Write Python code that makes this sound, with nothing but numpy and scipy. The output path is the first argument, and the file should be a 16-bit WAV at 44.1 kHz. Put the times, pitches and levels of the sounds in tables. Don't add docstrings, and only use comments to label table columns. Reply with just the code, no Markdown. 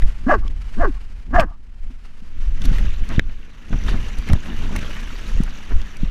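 import sys
import numpy as np
from scipy import signal
from scipy.fft import rfft, irfft, next_fast_len
from scipy.io import wavfile
from scipy.ndimage import uniform_filter1d, minimum_filter1d, map_coordinates

SR = 44100
rng = np.random.default_rng(int(sys.argv[2]) if len(sys.argv) > 2 else 0)


def dump(signal):
    limited = np.clip(np.atleast_2d(signal).T, -1, 1)
    pcm = np.round(limited * 32767).astype(np.int16)
    wavfile.write(sys.argv[1], SR, pcm)


N = 269010
TIME = np.arange(N) / SR
CUTOFF_HZ = 15600

# time in seconds, relative level in dB.
FUR_BRUSHING = [(0.0, -53.5), (0.61, -59), (0.79, -50.5), (0.91, -55), (1.61, -68), (2.17, -61.5),
                (2.36, -56.5)]
# frequency in Hz, relative density in dB per Hz.
FUR_SPECTRUM = [(240, -11.5), (400, 0), (705, -3.5), (1420, -1), (2190, -2), (3010, -3.5), (3410, -9),
                (5070, -11), (10900, -24), (15500, -35)]
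# peak time in seconds, length in seconds, relative level in dB.
FUR_SWISHES = [(.08, 0.1, -47), (.62, 0.083, -50.5), (.745, 0.018, -45), (1.835, 0.09, -57.5),
               (1.91, 0.078, -55), (2.055, 0.073, -53), (2.43, 0.14, -47.5)]
# peak time in seconds, length in seconds,
# heave of the housing in relative dB, its drag over the coat in relative dB.
BODY_LURCHES = [(0.043, 0.12, -6, -34.5), (0.359, 0.54, -15, -33), (0.812, 0.24, -10, -56),
                (1.371, 0.2, -10, -22.5), (1.847, 0.22, -21.5, -50.5), (2.47, 0.56, -13.5, -42),
                (2.688, 0.3, -9.5, -25), (2.847, 0.39, -12.5, -31), (3.017, 0.07, -10, -31),
                (3.173, 0.45, -15, -33), (3.742, 0.12, -13.5, -21.5), (3.905, 0.41, -14, -27.5),
                (4.192, 0.034, -8.5, -28.5), (4.327, 0.13, -8.5, -17), (4.616, 0.54, -17.5, -32.5),
                (4.757, 0.39, -39, -28), (5.371, 0.29, -13, -33.5), (5.749, 0.15, -7, -41),
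                (6.033, 0.2, -14, -35)]
# frequency in Hz, relative density in dB per Hz.
SWAY_SPECTRUM = [(12, -3.5), (22, -13), (35, -14.5), (55, -26), (90, -39), (160, -50), (400, -101)]
# frequency in Hz, relative density in dB per Hz.
RUB_SPECTRUM = [(45, 3), (75, 11), (130, -1), (220, 0.5), (310, -8.5), (480, -20.5), (900, -26.5)]
SWAY_BANK_DB, SWAY_WATER_DB = 27, 7
RUB_BANK_DB, RUB_WATER_DB = 3, -8.5
# start in seconds, peak level in dB, main ring in Hz,
# bright snap in dB, chatter share, chatter's 60 dB decay in seconds.
HARD_CLICKS = [(0.02, -25, 1700, -20.5, 0.22, 0.056), (1.3977, -6, 2390, -24, 0.05, 0.06),
               (1.403, -18.5, 2600, -5, 0.44, 0.035), (2.6402, -28, 2770, -10, 0.34, 0.035),
               (2.7839, -21.5, 1930, -15.5, 0.13, 0.017), (3.1948, 4, 1690, -28.5, 0.015, 0.029),
               (4.186, -28.5, 2400, 0, 0.24, 0.022), (4.289, -22, 2220, -9, 0.14, 0.017),
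               (4.333, -14, 1930, -2, 0.22, 0.012), (4.762, -16.5, 2120, -10, 0.59, 0.023),
               (4.7895, -25, 2100, -13, 0.35, 0.036)]
# multiple of the main ring, width in Hz, relative level in dB.
HOUSING_MODES = [(0.998, 310, 4), (1.38, 564, -2.5), (1.8, 300, -9), (2.26, 404, -10.5), (2.9, 400, -21),
                 (4.4, 500, -21), (.13, 192, 3)]
# time in seconds, pitch in Hz, growl level in dB, clear cry level in dB.
BARK_CURVES = [
    [(.259, 176.4, -44, -68), (.268, 241.5, -16, -42), (.281, 296.3, -17, -32), (.303, 382, -13.5, -15),
     (.316, 320.2, -13.5, -20), (.329, 287, -19.5, -10.5), (.341, 218, -14, -27), (.354, 220.5, -20, -22),
     (.367, 186, -40.5, -30.5), (.412, 98, -57, -51)],
    [(.767, 162.6, -32, -59), (.788, 250, -24.5, -44), (.801, 337.8, -27.5, -27.5), (.819, 357, -23.5, -18),
     (.831, 286.7, -24, -21), (.852, 208, -18.5, -23.5), (.869, 203, -30, -28.5), (.882, 177.3, -46, -21.5),
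     (.912, 102, -35, -35.5)],
    [(1.302, 183, -47, -66.5), (1.310, 213.2, -35.5, -61.5), (1.324, 240, -36, -50),
     (1.331, 263.5, -26, -36), (1.349, 354.2, -17, -23), (1.363, 372.2, -15, -13.5),
     (1.377, 358, -23.5, -19), (1.390, 336, -15, -7), (1.422, 280.5, -24, -28), (1.441, 241, -27.5, -28.5),
     (1.450, 163, -33.5, -60), (1.468, 119, -46, -47)],
]
# peak time in seconds, length in seconds, added roughness in dB.
VOICE_BREAKS = [(.311, .07, -1), (.842, .07, -3), (1.368, .08, -6)]
CLEAR_ROUGHNESS = .27
# multiple of the pitch, relative level in dB.
CRY_PARTIALS = [(2, 6), (4, -32), (6, -29.5)]
# frequency in Hz, width in Hz, relative level in dB.
THROAT_MODES = [(730, 240, 2), (1182, 71, 10.5), (1639, 87, 9.5), (2067, 70, -6.5)]
# frequency in Hz, width in Hz, relative level in dB.
RASP_MODES = [(2480, 220, -15), (2850, 260, -15), (5140, 2700, -25)]
THROAT_FOLLOWS = 0.095
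HUM_HZ, HUM_WIDTH_HZ, HUM_DB = 250, 110, -6.5
SHUT_LOSS_DB = 37.5
MUZZLE_OPENS_S, MUZZLE_CLOSES_S = 0.059, 0.033
# start in seconds, relative level in dB, starting pitch in Hz.
SINGLE_DROPS = [(0.4792, -35, 3130), (2.6187, -26.5, 3380), (3.09, -32.5, 4300), (5.436, -33.5, 5900),
                (5.816, -35.5, 3340), (5.969, -36.5, 5650)]
# start in seconds, peak level in dB, ring in Hz, 60 dB decay in seconds.
SOFT_BUMPS = [(1.394, -15.5, 156, 0.014), (1.445, -27, 151.4, 0.013), (1.902, -35, 250, 0.069),
              (2.22, -34.5, 197, 0.035), (2.657, -22, 236, 0.079), (2.709, -18.5, 130, 0.027),
              (3.099, -19.5, 231.7, 0.063), (3.181, -1, 93, 0.0077), (3.723, -19, 219, 0.036),
              (4.183, -30, 110, 0.016), (4.294, -15, 197, 0.05), (4.333, 0.5, 44.6, 0.012),
              (4.607, -36, 130, 0.1), (5.344, -24, 105.6, 0.26), (5.402, -7.5, 173, 0.015),
              (5.729, -29, 114, 0.06), (6.031, -11.5, 170, 0.019)]
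# time in seconds, relative level in dB.
STEADY_CHURN = [(2.3, -47), (2.6, -44.5), (2.88, -46), (3.05, -38), (3.25, -45.5), (3.62, -43),
                (3.8, -34.5), (4.1, -33.5), (4.38, -36.5), (4.8, -31.5), (5.4, -35), (6.09, -39.5)]
# peak time in seconds, length in seconds, duller part in relative dB, bright part in relative dB.
SWISHES_AND_PLUNGES = [(2.656, 0.033, -30.5, -19), (2.75, 0.67, -31, -30.5), (3.127, 0.17, -27.5, -31.5),
                       (3.89, 0.14, -28.5, -25), (4.29, 0.081, -27, -28), (4.465, 0.12, -34.5, -32),
                       (5.282, 0.095, -34.5, -27.5)]
# frequency in Hz, relative density in dB per Hz.
WATER_SPECTRUM = [(210, 8), (350, -4.5), (504, -8), (715, -13), (1710, -5.5), (2200, -8), (2980, -7),
                  (3280, -12), (3600, -11.5), (4250, -16.5), (4600, -16), (5030, -20), (5890, -14.5),
                  (8220, -28.5), (13200, -32.5), (15500, -41)]
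# peak time in seconds, length in seconds, level in dB.
CHEST_SLOSHES = [(3.115, 0.072, -30), (3.875, 0.041, -32), (3.945, 0.1, -28.5), (4.5, 0.17, -32.5),
                 (4.63, 0.091, -39), (4.725, 0.077, -35), (5.72, 0.035, -29.5)]
# frequency in Hz, relative density in dB per Hz.
SLOSH_SPECTRUM = [(140, -2.5), (240, 0.5), (400, -12), (750, -18), (1400, -17.5)]
# start in seconds, peak level in dB,
# pitch of the air pocket in Hz, 60 dB decay in seconds.
WATER_SLAPS = [(3.294, -36, 1670, 0.069), (3.728, -23.5, 970, 0.05), (3.882, -21.5, 1320, 0.078),
               (4.298, -23, 730, 0.027), (4.334, -18, 540, 0.016), (4.49, -35, 750, 0.047),
               (4.598, -49, 694, 0.035), (4.754, -22.5, 820, 0.085), (4.827, -27.5, 1410, 0.06),
               (4.966, -27.5, 1510, 0.072), (5.475, -32, 1120, 0.066), (5.714, -29.5, 1200, 0.095)]


def from_db(db):
    return 10 ** (np.asarray(db) / 20)


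def rms_one(x):
    return x / np.sqrt(np.mean(x ** 2) + 1e-20)


def even(x, seconds):
    size = max(int(seconds * SR), 3)
    power = uniform_filter1d(uniform_filter1d(x * x, size), size)
    return x / np.sqrt(np.abs(power) + 1e-12)


def in_time(rows, t=TIME):
    s, *columns = np.transpose(rows)
    return [np.interp(t, s, column) for column in columns]


def cut(x, hz, kind, order=2):
    sos = signal.butter(order, np.clip(hz, 10, .45 * SR), kind, fs=SR, output="sos")
    return signal.sosfilt(sos, x + 1e-18)


def drift(rate, count=N):
    knots = rng.standard_normal(count // 8 + 4)
    places = np.arange(count) * min(rate / SR, 1 / 8)
    return map_coordinates(knots, [places], order=2, mode="nearest")


def resonate(x, hz, width):
    r = np.exp(-np.pi * width / SR)
    zeros = np.array([1, 0, -1]) * (1 - r * r) / 2
    poles = [1, -2 * r * np.cos(2 * np.pi * hz / SR), r * r]
    return signal.lfilter(zeros, poles, x + 1e-18)


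def body(x, modes):
    return sum((-1) ** k * from_db(db) * resonate(x, hz, width) for k, (hz, width, db) in enumerate(modes))


def stretched_body(x, modes, stretch):
    clock = np.cumsum(stretch)
    steady = np.arange(clock[-1])
    return np.interp(clock, steady, body(np.interp(steady, clock, x), modes))


def colour(x, spectrum, edge_order=3):
    hz, db = np.transpose(spectrum)
    size = next_fast_len(N)
    f = np.maximum(np.fft.rfftfreq(size, 1 / SR), 1)
    edges = np.minimum(1, np.minimum(f / hz[0], hz[-1] / f)) ** edge_order
    gain = from_db(np.interp(np.log(f), np.log(hz), db)) * edges
    return rms_one(irfft(rfft(x, size) * gain, size)[:N])


def add(out, s, sound):
    at = max(round(s * SR), 0)
    out[at:at + len(sound)] += sound[:max(N - at, 0)]


def grains(per_s, spread_db):
    out, born = np.zeros(N), np.flatnonzero(rng.random(N) < per_s / SR)
    sign, size = rng.random((2, N))[:, born]
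    out[born] = np.sign(sign - .5) * from_db(spread_db * np.minimum(-np.log(1 - size), 5))
    return out


def swells(rows, rise_share=0.5, shape=2.2):
    power, share = np.zeros(N), np.clip(rise_share, .1, .9)
    for s, length, db in rows:
        near = slice(*np.searchsorted(TIME, [s - 2 * length, s + 2 * length]))
        t = (TIME[near] - s) / length
        drop_db = 20 * np.maximum(-t / share, t / (1 - share)) ** shape
        power[near] += from_db(db - drop_db) ** 2
    return np.sqrt(power)


def brushing():
    return from_db(in_time(FUR_BRUSHING)[0]) * np.interp(TIME, [2.28, 2.36], [1, 0])


def churning():
    steady = from_db(in_time(STEADY_CHURN)[0])
    bursts = swells([row[:3] for row in SWISHES_AND_PLUNGES], rise_share=0.4, shape=1.42)
    return steady, np.hypot(steady, bursts)


def dragging():
    lurches = swells([(s, length, drag) for s, length, _, drag in BODY_LURCHES], rise_share=0.5, shape=1.24)
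    return np.hypot(lurches, from_db(RUB_BANK_DB) * brushing() + from_db(RUB_WATER_DB) * churning()[0])


def fur(flicker_db=2.0, brush_db=4.5, swish_db=3.5):
    hairs = colour(grains(12000, 1.7) * from_db(flicker_db * drift(79)), FUR_SPECTRUM)
    swishing = swells(FUR_SWISHES, rise_share=0.39, shape=1.1)
    return np.hypot(from_db(brush_db) * brushing(), from_db(swish_db) * swishing) * hairs


def harness(sway_db=1.5, rub_db=0.5, lump_db=0.5):
    lurches = swells([(s, length, heave) for s, length, heave, _ in BODY_LURCHES], rise_share=0.36, shape=1.42)
    trembling = from_db(SWAY_BANK_DB) * brushing() + from_db(SWAY_WATER_DB) * churning()[0]
    heaving = np.hypot(lurches, trembling)
    sway = from_db(sway_db) * heaving * even(colour(rng.standard_normal(N), SWAY_SPECTRUM), .05)
    slips = even(colour(grains(400, 3.0), RUB_SPECTRUM), .04)
    rub = from_db(rub_db + lump_db * drift(28)) * dragging() * slips
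    return sway + rub


def clicks():
    out, t = np.zeros(N), TIME[:SR // 12]
    for s, db, ring_hz, snap_db, chatter, t60 in HARD_CLICKS:
        contact = (t == 0) + chatter * rng.standard_normal(len(t)) * from_db(-60 * t / t60)
        modes = [(min(k * ring_hz, CUTOFF_HZ), width, level) for k, width, level in HOUSING_MODES]
        ring = cut(body(contact, modes), 8500, "low")
        snap = cut(contact, [800, 7000], "band", order=1)
        click = ring + from_db(snap_db) * snap
        add(out, s, from_db(db) * click / np.abs(click).max())
    return out


def bark(rows, slope=0.69):
    start, end = rows[0][0], rows[-1][0]
    t = np.arange(start, end, 1 / SR)
    pitch, growl_level, cry_level = in_time(rows, t)
    mouth = np.minimum((t - start) / MUZZLE_OPENS_S, (end - t) / MUZZLE_CLOSES_S)
    shut = 1 - np.clip(mouth, 0, 1)
    rough = np.minimum(CLEAR_ROUGHNESS + np.interp(t, TIME, swells(VOICE_BREAKS)), 1)
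    shaky_pitch = pitch * (1 + .05 * rough * drift(260, len(t)))
    phase = 2 * np.pi * np.cumsum(shaky_pitch) / SR
    folds = rms_one(sum(np.cos(k * phase) / k ** slope for k in np.arange(1, 30)))
    folds = folds * (1 + rough * (.7 * np.cos(phase / 2) + .9 * drift(300, len(t))))
    hiss = rms_one(cut(rng.standard_normal(len(t)), 3500, "low", order=1))
    air = hiss * (1 + np.cos(phase))
    source = folds + rough * air
    stretch = 2 ** (.02 * drift(60, len(t))) * (pitch / 300) ** THROAT_FOLLOWS
    throat = cut(stretched_body(source, THROAT_MODES, stretch), 2100, "low", order=8)
    throat = cut(throat, 720, "high")
    rasp = cut(stretched_body(.5 * (source + air), RASP_MODES, stretch), 1900, "high", order=4)
    hum = cut(resonate(source, HUM_HZ, HUM_WIDTH_HZ), 340, "low", order=3)
    hum = cut(hum, 160, "high")
    growl = from_db(HUM_DB) * hum + from_db(-SHUT_LOSS_DB * shut) * (throat + rasp)
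    cry = rms_one(sum(from_db(db) * np.sin(k * phase) for k, db in CRY_PARTIALS))
    cry = cry * (1 + .4 * rough * drift(170, len(t)))
    ends = np.clip(np.minimum(t - start, end - t) / .004, 0, 1)
    return ends * (even(growl, 0.015) * from_db(growl_level) + cry * from_db(cry_level))


def dog(echo_s=0.122, echo_db=-30, scatter_db=-29, scatter_t60=.3):
    direct, echo, t = np.zeros(N), np.zeros(N), TIME[:SR // 2]
    for rows in BARK_CURVES:
        add(direct, rows[0][0], bark(rows))
    add(echo, echo_s, cut(direct, [800, 1350], "band", order=3))
    brush = rng.standard_normal(len(t)) * from_db(-60 * t / scatter_t60)
    scatter = signal.fftconvolve(cut(direct, 1200, "high"), brush / np.linalg.norm(brush))[:N]
    return direct + from_db(echo_db) * echo + from_db(scatter_db) * scatter


def drops(phase_rise_per_s=8, drop_db=4.5):
    out, t = np.zeros(N), TIME[:SR // 20]
    fade = from_db(-60 * t / .014)
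    for s, db, hz in SINGLE_DROPS:
        tick = rms_one(cut(rng.standard_normal(len(t)), [.8 * hz, 1.7 * hz], "band"))
        ping = np.sin(2 * np.pi * hz * t * (1 + phase_rise_per_s * t))
        add(out, s, from_db(db + drop_db) * fade * (ping + tick) / 2)
    return out


def bumps(contact_s=0.0035):
    out, t = np.zeros(N), TIME[:SR // 8]
    padding = 1 - np.exp(-(t / contact_s) ** 2)
    for s, db, hz, t60 in SOFT_BUMPS:
        thud = np.sin(2 * np.pi * hz * t) * from_db(-60 * t / t60) * padding
        add(out, s, from_db(db) * thud / np.abs(thud).max())
    return out


def water(bubble_db=-4.0, patchy_db=9.5, surge_db=2.2, bright_hz=4200, calm_bright_db=0.0,
          bright_growth=1.16, water_db=-6.0):
    steady, churn = churning()
    bubbles = np.zeros(N)
    for hz in np.geomspace(450, 13000, 40):
        ring = rms_one(resonate(grains(3.5 * np.sqrt(hz), 4.0), hz, hz / 14))
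        patches = from_db(patchy_db * np.minimum(drift(20), 1))
        bubbles += np.sqrt(hz) * ring * patches
    sheet = rms_one(grains(12000, 2.0)) * from_db(surge_db * drift(90))
    wash = colour(sheet + from_db(bubble_db) * rms_one(bubbles), WATER_SPECTRUM)
    dull = signal.sosfiltfilt(signal.butter(2, bright_hz, fs=SR, output="sos"), wash)
    calm = from_db(calm_bright_db) * steady.max() * (steady / steady.max()) ** bright_growth
    bursts = swells([(s, length, db) for s, length, _, db in SWISHES_AND_PLUNGES], rise_share=0.46, shape=1.04)
    bright = np.hypot(calm, bursts)
    entry = np.interp(TIME, [2.28, 2.36], [0, 1])
    return from_db(water_db) * entry * (churn * dull + bright * (wash - dull))


def splatter(per_s=60, splatter_db=-6.5, decay_s=0.072):
    out, t, churn = np.zeros(N), TIME[:SR // 16], churning()[1]
    start, end = 2.65, TIME[-1]
    fade = from_db(-60 * t / decay_s) * (1 - np.exp(-t / .001))
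    for when, height, weakness in rng.random((int(per_s * (end - start)), 3)):
        s = start + when * (end - start)
        hz = 1000 * 4 ** height
        clot = rms_one(resonate(rng.standard_normal(len(t)), hz, hz / 20))
        add(out, s, from_db(splatter_db - 10 * weakness) * churn[int(s * SR)] * fade * clot)
    return cut(out, 4300, "low")


def sloshes(slosh_db=0.0):
    lumps = even(colour(grains(700, 3.0), SLOSH_SPECTRUM), .03)
    return from_db(slosh_db) * swells(CHEST_SLOSHES, rise_share=0.53, shape=1.5) * lumps


def slaps():
    out, t = np.zeros(N), TIME[:SR // 8]
    for s, db, hz, t60 in WATER_SLAPS:
        burst = rng.standard_normal(len(t)) * from_db(-60 * t / t60) * (1 - np.exp(-t / 0.00061))
        slap = cut(resonate(burst, hz, hz), 2100, "low")
        add(out, s, from_db(db) * slap / np.abs(slap).max())
    return out


def gurgles(per_s=70, gurgle_db=-1.0, cycles=12, rise=0.037):
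    churn_db, rub_db = 20 * np.log10([churning()[1], dragging()])
    out, t = np.zeros(N), TIME[:SR // 16]
    start, end = 3.87, TIME[-1]
    for when, smallness, strength in rng.random((int(per_s * (end - start)), 3)):
        s = start + when * (end - start)
        hz = 350 * 6 ** smallness
        t60 = cycles / hz
        at = int(s * SR)
        db = smallness * churn_db[at] + (1 - smallness) * rub_db[at]
        db += gurgle_db + 4 * (2 * strength - 1)
        ring = np.sin(2 * np.pi * hz * t * (1 + rise * np.minimum(t / t60, 1) / 2))
        add(out, s, from_db(db - 60 * t / t60) * ring)
    return out


def scene():
    on_the_back = fur() + harness() + clicks() + bumps()
    river = water() + splatter() + sloshes() + slaps() + gurgles()
    return (on_the_back + dog() + drops() + river)[None]


def record(dry, release_db_per_s=85):
    over_db = 20 * np.log10(np.maximum(np.abs(dry[0]), 1))
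    recovery_db = release_db_per_s * TIME
    duck_db = np.maximum.accumulate(over_db + recovery_db) - recovery_db
    gain = uniform_filter1d(minimum_filter1d(from_db(-duck_db), size=128), size=128)
    top_cut = signal.cheby2(18, 70, CUTOFF_HZ + 400, fs=SR, output="sos")
    return signal.sosfilt(top_cut, dry * gain)


dry = scene()
out = record(dry)
dump(out)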